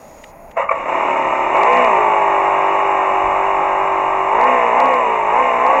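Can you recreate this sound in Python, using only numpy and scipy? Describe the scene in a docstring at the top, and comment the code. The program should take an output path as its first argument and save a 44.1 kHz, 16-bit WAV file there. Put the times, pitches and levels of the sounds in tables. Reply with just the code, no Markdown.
"""An indoor test stand: a small twin-cylinder four-stroke in a model truck is started.
The electric starter rattles and squeaks, the engine catches, idles, and is blipped once, then four times.
Exhaust pulses ring in the pipe and body shell, the intake howls under load, the valve gear clatters.
Short, bright overload clicks mark the loudest moments of the blips.
A thin whine climbs into the first blip; room tone, hiss and rumble lie behind."""
import sys
import numpy as np
from scipy import signal
from scipy.fft import rfft, irfft, next_fast_len
from scipy.io import wavfile
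from scipy.ndimage import uniform_filter1d, minimum_filter1d

SR = 44100
rng = np.random.default_rng(int(sys.argv[2]) if len(sys.argv) > 2 else 0)


def inscribe(sig):
    """Save sig as 16-bit PCM at rate SR to the path in sys.argv[1].

    A 1-D sig is mono; a 2-D sig holds one channel per row.
    Samples are clipped to [-1, 1] before scaling.
    """
    pcm = np.round(np.clip(np.atleast_2d(sig).T, -1, 1) * 32767)
    wavfile.write(sys.argv[1], SR, pcm.astype(np.int16))


N = 255780
TIME = np.arange(N) / SR
CATCH_S, CLEAR_S, SETTLE_S = 0.738, 1.6, 0.82
FULL_REVS_CPS = 35.38   # cps: four-stroke cycles per second; revs: speed above idle

# Idle loudness: time_s, body_db, bark_db, clatter_db
IDLE_LEVELS = [(.875, -31, -26.5, -34.5), (.89, -25, -19.5, -28), (1.1, -22, -18, -26.5),
               (1.45, -23.5, -18.5, -27), (2.0, -20.2, -15, -26.5), (2.8, -21.5, -16.5, -27),
               (4.0, -23, -17.5, -29.5), (5.8, -26.5, -20, -29.5)]


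def engine(speed_cps, revs_cps, load, blip_bark_db, blip_clatter_db):
    """Speed times the pulses and lifts their level; load makes the pipe bark. Returns motor, sizzle."""
    body_db, bark_db, clatter_db = in_time(IDLE_LEVELS)
    overrun_db = -1.5 * (1 - load) * revs_cps / FULL_REVS_CPS
    body_db = body_db + 0.4541 * revs_cps + 0.6 * load
    bark_db = bark_db + 0.27 * revs_cps + blip_bark_db + overrun_db
    clatter_db = clatter_db + 0.31 * revs_cps + blip_clatter_db
    speed_cps = speed_cps * (1 + 0.00399 * drift(12))
    cycles = np.cumsum(speed_cps * (1 + 0.002 * drift(45))) / SR
    gas = gas_flow(cycles, speed_cps, load)
    body = signal.sosfiltfilt(signal.butter(6, 750, fs=SR, output="sos"), gas)
    pipe = from_db(body_db) * hold_level(body) + from_db(bark_db) * hold_level(gas - body)
    clatter, sizzle = valve_gear(cycles, clatter_db)
    running = np.clip((TIME - CATCH_S) / 0.014, 0, 1)
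    return running * (pipe + clatter), running * sizzle


# Idle speed, slow until the first blip clears the cold engine: time_s, speed_cps
IDLE_SPEED = [(.74, 29), (1.01, 39), (1.15, 36.4), (1.26, 35.9), (1.48, 36.1), (1.66, 46.8), (2.1, 50.4),
              (2.4, 49.1), (2.65, 48.8), (2.78, 49.9), (3.12, 47.8), (3.55, 48.8), (3.94, 48.0),
              (4.25, 48.1)]
# Throttle blips: start_s, open_s, max_revs_cps, coast_s, full_load_bark_db, max_revs_clatter_db
THROTTLE_BLIPS = [(1.53, 0.3, 14.3, 0.11, 2.5, 1.5), (4.285, 0.2, 16.7, .428, 4.5, 0),
                  (4.723, 0.18, 17.7, 0.25, 2, -1.5), (5.276, .14, 15.34, .551, 3.5, -1),
                  (5.599, .17, 20.6, 0.3, 2, -2.5)]


def throttle(spin_up_s=0.31, lag_s=0.07, load_delay_s=0.0069, full_load_cps_per_s=53, full_power_cps=15):
    """Each blip spins the engine up behind a lagging carburettor, then it coasts back to idle."""
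    idle_cps, = in_time(IDLE_SPEED)
    revs, bark_db, clatter_db = np.zeros((3, N))
    for start_s, open_s, max_revs, coast_s, bark, clatter in THROTTLE_BLIPS:
        headroom = FULL_REVS_CPS - np.interp(start_s, TIME, revs)
        pull = FULL_REVS_CPS - headroom * np.exp(-np.clip(TIME - start_s, 0, open_s) / spin_up_s)
        coast = np.exp(-np.maximum(TIME - start_s - open_s, 0) / coast_s)
        revs = np.where(TIME < start_s, revs, np.minimum(pull, max_revs) * coast)
        bark_db = np.where(TIME < start_s - lag_s, bark_db, bark)
        clatter_db = np.where(TIME < start_s, clatter_db, clatter * revs / max_revs)
    lag = int(lag_s * SR)
    revs = uniform_filter1d(revs, size=lag)
    acceleration = uniform_filter1d(np.gradient(revs) * SR, size=lag)
    load = np.clip(np.interp(TIME - load_delay_s, TIME, acceleration) / full_load_cps_per_s, 0, 1)
    load *= np.clip(revs / full_power_cps, 0, 1)
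    return idle_cps + revs, revs, load, load * bark_db, uniform_filter1d(clatter_db, size=lag)


def gas_flow(cycles, speed_cps, load):
    """Exhaust and intake together; firing is rougher under load, and rough and chugging when cold."""
    cold = np.clip((CLEAR_S - TIME) / SETTLE_S, 0, 1)
    roughness = from_db(-6 + 2 * load + 10.5 * cold)
    pops = hold_level(exhaust_pops(cycles))
    tone = exhaust_tone(cycles, speed_cps)
    tone = scatter(tone, delay_s=0.00319, feedback=0.28)   # between bench and body shell
    tone = scatter(tone, delay_s=0.0009, feedback=0.42)   # inside the shell
    chug = from_db(-14) * cold * hold_level(resonate(resonate(pops, 270, 110), 270, 110))
    return hold_level(tone) + roughness * pops + load * (1 - cold) * intake(cycles, pops) + chug


# Exhaust pulses, the first cylinder blowing down in two stages: offset_cycles, level_db
EXHAUST_PULSES = [(0, 1.5), (0.151, -0.5), (0.431, 1.5)]
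# Harmonics of the cycle rate: order, slow_idle_db, fast_idle_db, high_revs_db
EXHAUST_ORDERS = [(3.003, -21, -3.0, -2), (4, 0.5, -5.0, 7.5), (5, 1.0, -7, -8.5), (6, -1.5, -3, -8.5),
                  (7, 8.5, 1.5, 1.5), (8, 0, 6.5, 7.5), (9, 4.5, -5.5, -5), (10, 5.5, -10.5, -1),
                  (11, 3.5, -1, 9.5), (12, -0.5, 4, 3), (13, -1.5, 4, 5), (14, -7.5, 2.5, 0),
                  (15, 5.5, 8.5, -0.5), (16, 5.5, 2.5, -3.5), (17, 6.5, 6, 7), (18, 8, 0, -7.0),
                  (19, 7.5, 1, 0.5), (20, -5, -10.5, -11.5), (21, -7.5, -1.5, 3), (22, 5.5, -0.0, 4),
                  (23, 1.0, -4.5, 3), (24, -6.5, 0.0, -4.5), (25, 6.5, -6, 9), (26, -11, 0.5, 0),
                  (27, -12, 4.5, -3), (28, 3, -4, -2.5), (29, -14, -5, 8), (30, -21, 3.5, -2),
                  (31, -16, -9.5, -2), (32, -10.5, -5.5, -1.5), (33, 2.5, 6, -15.5), (34, -6, -12, 5.5),
                  (35, 1.5, -9, -1.5), (36, 10.5, -4, 1), (37, -3, -9, -2.5), (38, -10, -10.5, -4)]
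# Speeds of those columns: slow_idle_cps, fast_idle_cps, high_revs_cps
REGIMES_CPS = [37, 48, 62]
# Pipe and body shell response: freq_hz, gain_db
PIPE_SPECTRUM = [(100, -18.5), (200, -21.5), (260, -21), (300, -18), (375, -6.5), (450, -13.5), (520, -6.5),
                 (760, -9.5), (880, -0.5), (1130, 0.5), (1400, -23.5), (1650, -19.5), (2150, -13),
                 (2900, -51.5)]


def exhaust_tone(cycles, speed_cps, flutter_db=2):
    """The repeating pressure wave of the unevenly spaced pulses; its shape shifts with speed."""
    wave = np.zeros(N)
    for order, *regime_db in EXHAUST_ORDERS:
        order = round(order)
        phasor = sum(from_db(db) * np.exp(-2j * np.pi * order * offset) for offset, db in EXHAUST_PULSES)
        gain = from_db(np.interp(speed_cps, REGIMES_CPS, regime_db) + flutter_db * drift(20))
        wave += gain * np.cos(2 * np.pi * order * cycles + np.angle(phasor))
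    return colour(wave, PIPE_SPECTRUM)


# Turbulent exhaust gas: freq_hz, gain_db
POP_SPECTRUM = [(100, -40), (250, -19), (350, -15.5), (450, -10.5), (560, -5.5), (680, -2), (770, -8.5),
                (900, 2), (1120, -0.5), (1260, -8.5), (1450, -14), (1700, -19.5), (2200, -35.5),
                (3000, -47.5)]


def exhaust_pops(cycles):
    """No two firings burn alike: each pulse carries its own puff of turbulent gas."""
    firings = sum(from_db(db) * strokes(cycles, offset, jitter_s=75e-6) for offset, db in EXHAUST_PULSES)
    return room(colour(puffs(firings, decay_s=0.008), POP_SPECTRUM), t60_s=0.12, wet_db=-12.5)


# Intake pass band: freq_hz, gain_db
INTAKE_SPECTRUM = [(700, -15.5), (880, 0.5), (1070, 8.5), (1170, -16), (1300, -30)]


def intake(cycles, pops, howl_order=17):
    """The open carburettor: a rough howl that climbs with speed, and a honk at one resonance."""
    phase = 2 * np.pi * howl_order * cycles
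    howl = drift(130) * np.cos(phase) + drift(130) * np.sin(phase)
    honk = hold_level(resonate(pops, hz=848, width_hz=48))
    return from_db(-12.5) * colour(howl, INTAKE_SPECTRUM) + from_db(-5) * honk


# Valve gear ring: freq_hz, gain_db
VALVE_SPECTRUM = [(1200, -39.5), (1650, -14), (1880, 1.5), (2030, -1.5), (2200, 2), (2450, -2), (2620, -6),
                  (2850, -5), (3100, -19)]
# Gas hiss and metal sizzle: freq_hz, gain_db
SIZZLE_SPECTRUM = [(2800, -8), (3200, 3.5), (3600, 9), (4200, -6.5), (5000, -4.5), (5450, 2), (5950, -5.5),
                   (6400, 9.5), (6800, 0.5), (7100, -3.5), (7600, 13), (7850, -15), (8300, -31.5)]


def valve_gear(cycles, clatter_db):
    """Four valves snap shut each cycle, each with a short rattle. Returns clatter, sizzle."""
    taps = sum(strokes(cycles, offset, jitter_s=50e-6) for offset in (0.08, 0.31, 0.56, 0.82))
    rattle = room(puffs(taps, decay_s=0.011), t60_s=0.15, wet_db=-9.5)
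    sizzle_db = -50.5 + 0.77 * (clatter_db + 27)
    clatter = from_db(clatter_db) * hold_level(colour(rattle, VALVE_SPECTRUM))
    return clatter, from_db(sizzle_db) * hold_level(colour(rattle, SIZZLE_SPECTRUM))


# Jolts of the block: start_s, level_db, hold_s
BLOCK_JOLTS = [(0.571, -16, 0.054), (0.69, -25, .003), (0.713, -15.5, 0.006), (0.858, -24, .001),
               (0.883, -19.5, 0.0045), (0.959, -20, .003), (1.551, -14.5, .02)]
# Starter and block resonances: freq_hz, width_hz, gain_db
BLOCK_MODES = [(535, 42, -2), (662, 23, 1.5), (907, 120, -4.5), (1224, 156, -7), (1945, 180, -14),
               (2230, 110, -14.5), (2660, 140, -20.5)]
# Starter drive squeaks: centre_s, pitch_hz, level_db, sigma_s
DRIVE_SQUEAKS = [(.6945, 1145, -6, .0026), (.7175, 1130, -6, .0028)]


def starter(wobble_rad=0.35):
    """Starter and hard firings jolt the block; the drive slips and squeaks. Returns crank, sizzle."""
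    force = np.sqrt(sum((from_db(db) * jolt(start_s, hold_s)) ** 2 for start_s, db, hold_s in BLOCK_JOLTS))
    rattle = rng.standard_normal(N)
    block = sum((-1) ** i * from_db(db) * resonate(rattle, hz, width_hz)
                for i, (hz, width_hz, db) in enumerate(BLOCK_MODES))
    crank = force * signal.sosfilt(signal.butter(4, 380, "high", fs=SR, output="sos"), rms_one(block))
    for centre_s, hz, db, sigma_s in DRIVE_SQUEAKS:
        phase = 2 * np.pi * hz * (TIME - centre_s) + wobble_rad * drift(500)
        squeak = np.sin(phase) + from_db(-8.5) * np.sin(2 * phase)
        crank += from_db(db) * swell(centre_s, sigma_s) * squeak
    return room(crank, t60_s=0.81, wet_db=-8.5), from_db(-38) * force * noise(SIZZLE_SPECTRUM)


# Rising whine: time_s, pitch_hz, level_db
WHINE_GLIDE = [(1.36, 907, -77), (1.42, 930, -25), (1.50, 1030, -33), (1.57, 1140, -24), (1.62, 1170, -66)]


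def whine():
    """A thin, wavering tone that glides up into the first blip."""
    hz, db = in_time(WHINE_GLIDE)
    sounding = (TIME > WHINE_GLIDE[0][0]) & (TIME < WHINE_GLIDE[-1][0])
    gain = sounding * from_db(db + 2.5 * drift(43))
    return gain * np.sin(2 * np.pi * np.cumsum(hz * (1 + 0.018 * drift(90))) / SR)


# Overload clicks: start_s, relative_db
OVERLOAD_CLICKS = [(1.5698, -45), (1.6342, -38), (1.732, -43), (1.7715, -40), (1.8467, -40),
                   (4.4129, -43.5), (4.4413, -39), (4.8027, -34.5), (4.8585, -43), (4.941, -43.5),
                   (5.666, -42.5)]
# Overload click colour: freq_hz, gain_db
OVERLOAD_SPECTRUM = [(2800, -7.5), (3400, 2), (4200, 1), (5200, -2.5), (8000, -12.5), (12000, -21),
                     (15500, -28.5)]


def overload_clicks(peak_db=-18.5):
    """Short, bright overload clicks, placed at the loudest moments of the blips."""
    impulses = np.zeros(N)
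    for start_s, db in OVERLOAD_CLICKS:
        impulses[round(start_s * SR)] = from_db(db)
    clicks = colour(impulses, OVERLOAD_SPECTRUM)
    return from_db(peak_db) * clicks / np.abs(clicks).max()


# Handling rumble: time_s, level_db
RUMBLE_LEVELS = [(0, -54), (2.1, -46), (2.7, -52.5), (3.3, -44), (4.5, -48), (5.8, -48)]
# Rumble and knock colours: freq_hz, gain_db
RUMBLE_SPECTRUM = [(18, 3), (30, 6.5), (45, -7), (90, -9), (140, -12.5), (250, -31.5)]
KNOCK_SPECTRUM = [(25, 0), (60, -7), (90, -2), (130, -16.5), (200, -20)]


def handling():
    """Low handling rumble and one soft knock of the hand."""
    rumble_db, = in_time(RUMBLE_LEVELS)
    rumble = from_db(rumble_db) * noise(RUMBLE_SPECTRUM)
    return rumble + from_db(-34) * swell(3.27, sigma_s=0.046) * noise(KNOCK_SPECTRUM)


# Plastic clicks: centre_s, level_db
PLASTIC_CLICKS = [(0.242, -34.5), (0.515, -43.5)]
# Click colour: freq_hz, gain_db
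PLASTIC_SPECTRUM = [(1500, -10), (2000, 3), (2500, -6), (3000, -7), (4500, -19), (9000, -24)]


def plastic_clicks():
    """Two light clicks of plastic before the start."""
    envelope = sum(from_db(db) * swell(centre_s, sigma_s=0.0028) for centre_s, db in PLASTIC_CLICKS)
    return envelope * noise(PLASTIC_SPECTRUM)


# Hiss and topmost air: time_s, hiss_db, air_db
HISS_LEVELS = [(0, -54.5, -59.5), (.30, -53.5, -62), (.33, -65, -60), (.51, -61, -61), (.55, -66.5, -70.5),
               (5.8, -80.5, -68.5)]
# Hiss, air and room tone colours: freq_hz, gain_db
HISS_SPECTRUM = [(2500, -3.5), (4000, -4.5), (6400, 0), (6800, 14.5), (7200, -10), (9000, -5.5)]
AIR_SPECTRUM = [(8000, -23.5), (9300, -1), (15500, -1)]
ROOM_SPECTRUM = [(35, -39.5), (60, -7.5), (89, -11), (114, -15), (208, -10), (401, -13.5), (655, -2.5),
                 (734, -13), (797, -5.5), (1690, -25.5), (1960, -21), (2720, -28), (3000, -45), (3900, -61),
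                 (6600, -120)]


def background():
    """Thin hiss, strongest before the start, a brief faint hum, handling, clicks and room tone."""
    hiss_db, air_db = in_time(HISS_LEVELS)
    hiss = from_db(hiss_db) * noise(HISS_SPECTRUM) + from_db(air_db) * noise(AIR_SPECTRUM)
    hum = from_db(-39.5 + 2 * drift(24)) * swell(0.45, sigma_s=0.039) * np.sin(2 * np.pi * 680 * TIME)
    return hiss + hum + handling() + plastic_clicks() + from_db(-40.5) * noise(ROOM_SPECTRUM)


def room(x, t60_s, wet_db):
    """Direct sound plus the diffuse tail of a small workshop."""
    t = TIME[:SR // 2]
    tail = rng.standard_normal(len(t)) * from_db(-60 * t / t60_s) * (t > 0.004)
    return x + from_db(wet_db) * signal.fftconvolve(x, tail / np.linalg.norm(tail))[:N]


def scatter(x, delay_s, feedback):
    """All-pass echo: sound bouncing between surfaces gives each pulse a tail."""
    delay = np.exp(-2j * np.pi * np.fft.rfftfreq(2 * N, 1 / SR) * delay_s)
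    return irfft(rfft(x, 2 * N) * (feedback + delay) / (1 + feedback * delay))[:N]


def strokes(cycles, offset, jitter_s, spread_db=0.5):
    """One click a cycle, each a little off in time and strength."""
    timing, strength = rng.standard_normal((400, 2)).T
    at_s = np.interp(np.arange(len(timing)) + offset, cycles, TIME, right=np.inf) + jitter_s * timing
    heard = (at_s > 0) & (at_s < TIME[-1])
    clicks = np.zeros(N)
    clicks[(at_s[heard] * SR).astype(int)] = from_db(spread_db * strength[heard])
    return clicks


def puffs(clicks, decay_s):
    """Each click releases a dying burst of noise."""
    envelope = signal.lfilter([1], [1, -np.exp(-1 / (decay_s * SR))], clicks + 1e-18)
    return rms_one(envelope * rng.standard_normal(N))


def jolt(start_s, hold_s, rise_db_per_s=2202, fall_db_per_s=398):
    """Envelope: quick rise, hold, slower decay."""
    before_s = np.clip(start_s - TIME, 0, 0.5)
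    after_s = np.clip(TIME - start_s - hold_s, 0, 1)
    return from_db(-rise_db_per_s * before_s - fall_db_per_s * after_s)


def swell(centre_s, sigma_s):
    """Bell-shaped envelope."""
    return np.exp(-0.5 * np.minimum(((TIME - centre_s) / sigma_s) ** 2, 100))


def resonate(x, hz, width_hz):
    """One resonance, unit peak gain."""
    r = np.exp(-np.pi * width_hz / SR)
    poles = [1, -2 * r * np.cos(2 * np.pi * hz / SR), r * r]
    return signal.lfilter(np.array([1, 0, -1]) * (1 - r * r) / 2, poles, x)


def colour(x, spectrum):
    """Minimum-phase filter, rolling off beyond the spectrum's ends; unit power out."""
    size = next_fast_len(N + SR // 4, real=True)
    hz, db = np.transpose(spectrum)
    log_hz = np.log(np.maximum(np.fft.rfftfreq(size, 1 / SR), 1))
    beyond = np.maximum(log_hz - np.log(hz[-1]), 0) + np.maximum(np.log(hz[0]) - log_hz, 0)
    gain_db = np.interp(log_hz, np.log(hz), db) - 60 * np.minimum(beyond, 1)
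    cepstrum = irfft(np.log(from_db(gain_db)), size)
    cepstrum[1:size // 2] *= 2
    cepstrum[size // 2 + 1:] = 0
    return rms_one(irfft(rfft(x, size) * np.exp(rfft(cepstrum)), size)[:N])


def noise(spectrum):
    """Coloured noise, unit power."""
    return colour(rng.standard_normal(N), spectrum)


def drift(rate_hz):
    """Smooth random wander, unit power."""
    return rms_one(np.interp(TIME * rate_hz, np.arange(4000), rng.standard_normal(4000)))


def hold_level(x):
    """Hold the slow level at 1; single pulses keep their shape."""
    power = uniform_filter1d(uniform_filter1d(x * x, size=2600), size=2600)
    return x / np.sqrt(np.maximum(power, 0) + 1e-6)


def in_time(rows):
    """Each column of a curve at every sample."""
    time_s, *columns = np.transpose(rows)
    return [np.interp(TIME, time_s, column) for column in columns]


def rms_one(x):
    """Scale to unit power."""
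    return x / np.sqrt(np.mean(x ** 2) + 1e-20)


def from_db(db):
    """Decibels to gain."""
    return 10 ** (np.asarray(db) / 20)


def scene():
    """Mono mix; above 3 kHz, only a faint sizzle, overload clicks and the background."""
    motor, motor_sizzle = engine(*throttle())
    crank, crank_sizzle = starter()
    dull = signal.sosfilt(signal.ellip(8, 0.5, 60, 2930, fs=SR, output="sos"), motor + crank + whine())
    return (dull + motor_sizzle + crank_sizzle + overload_clicks() + background())[None, :]


def record(dry):
    """Quick peak limiter, then a steep low-pass."""
    ceiling, cutoff_hz = 0.71, 15800
    allowed = np.minimum(ceiling / (np.abs(dry) + 1e-9), 1)
    held = minimum_filter1d(allowed, size=221)
    gain = uniform_filter1d(uniform_filter1d(held, size=111), size=111)
    return signal.sosfilt(signal.ellip(10, 0.2, 80, cutoff_hz, fs=SR, output="sos"), dry * gain)


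dry = scene()
out = record(dry)
inscribe(out)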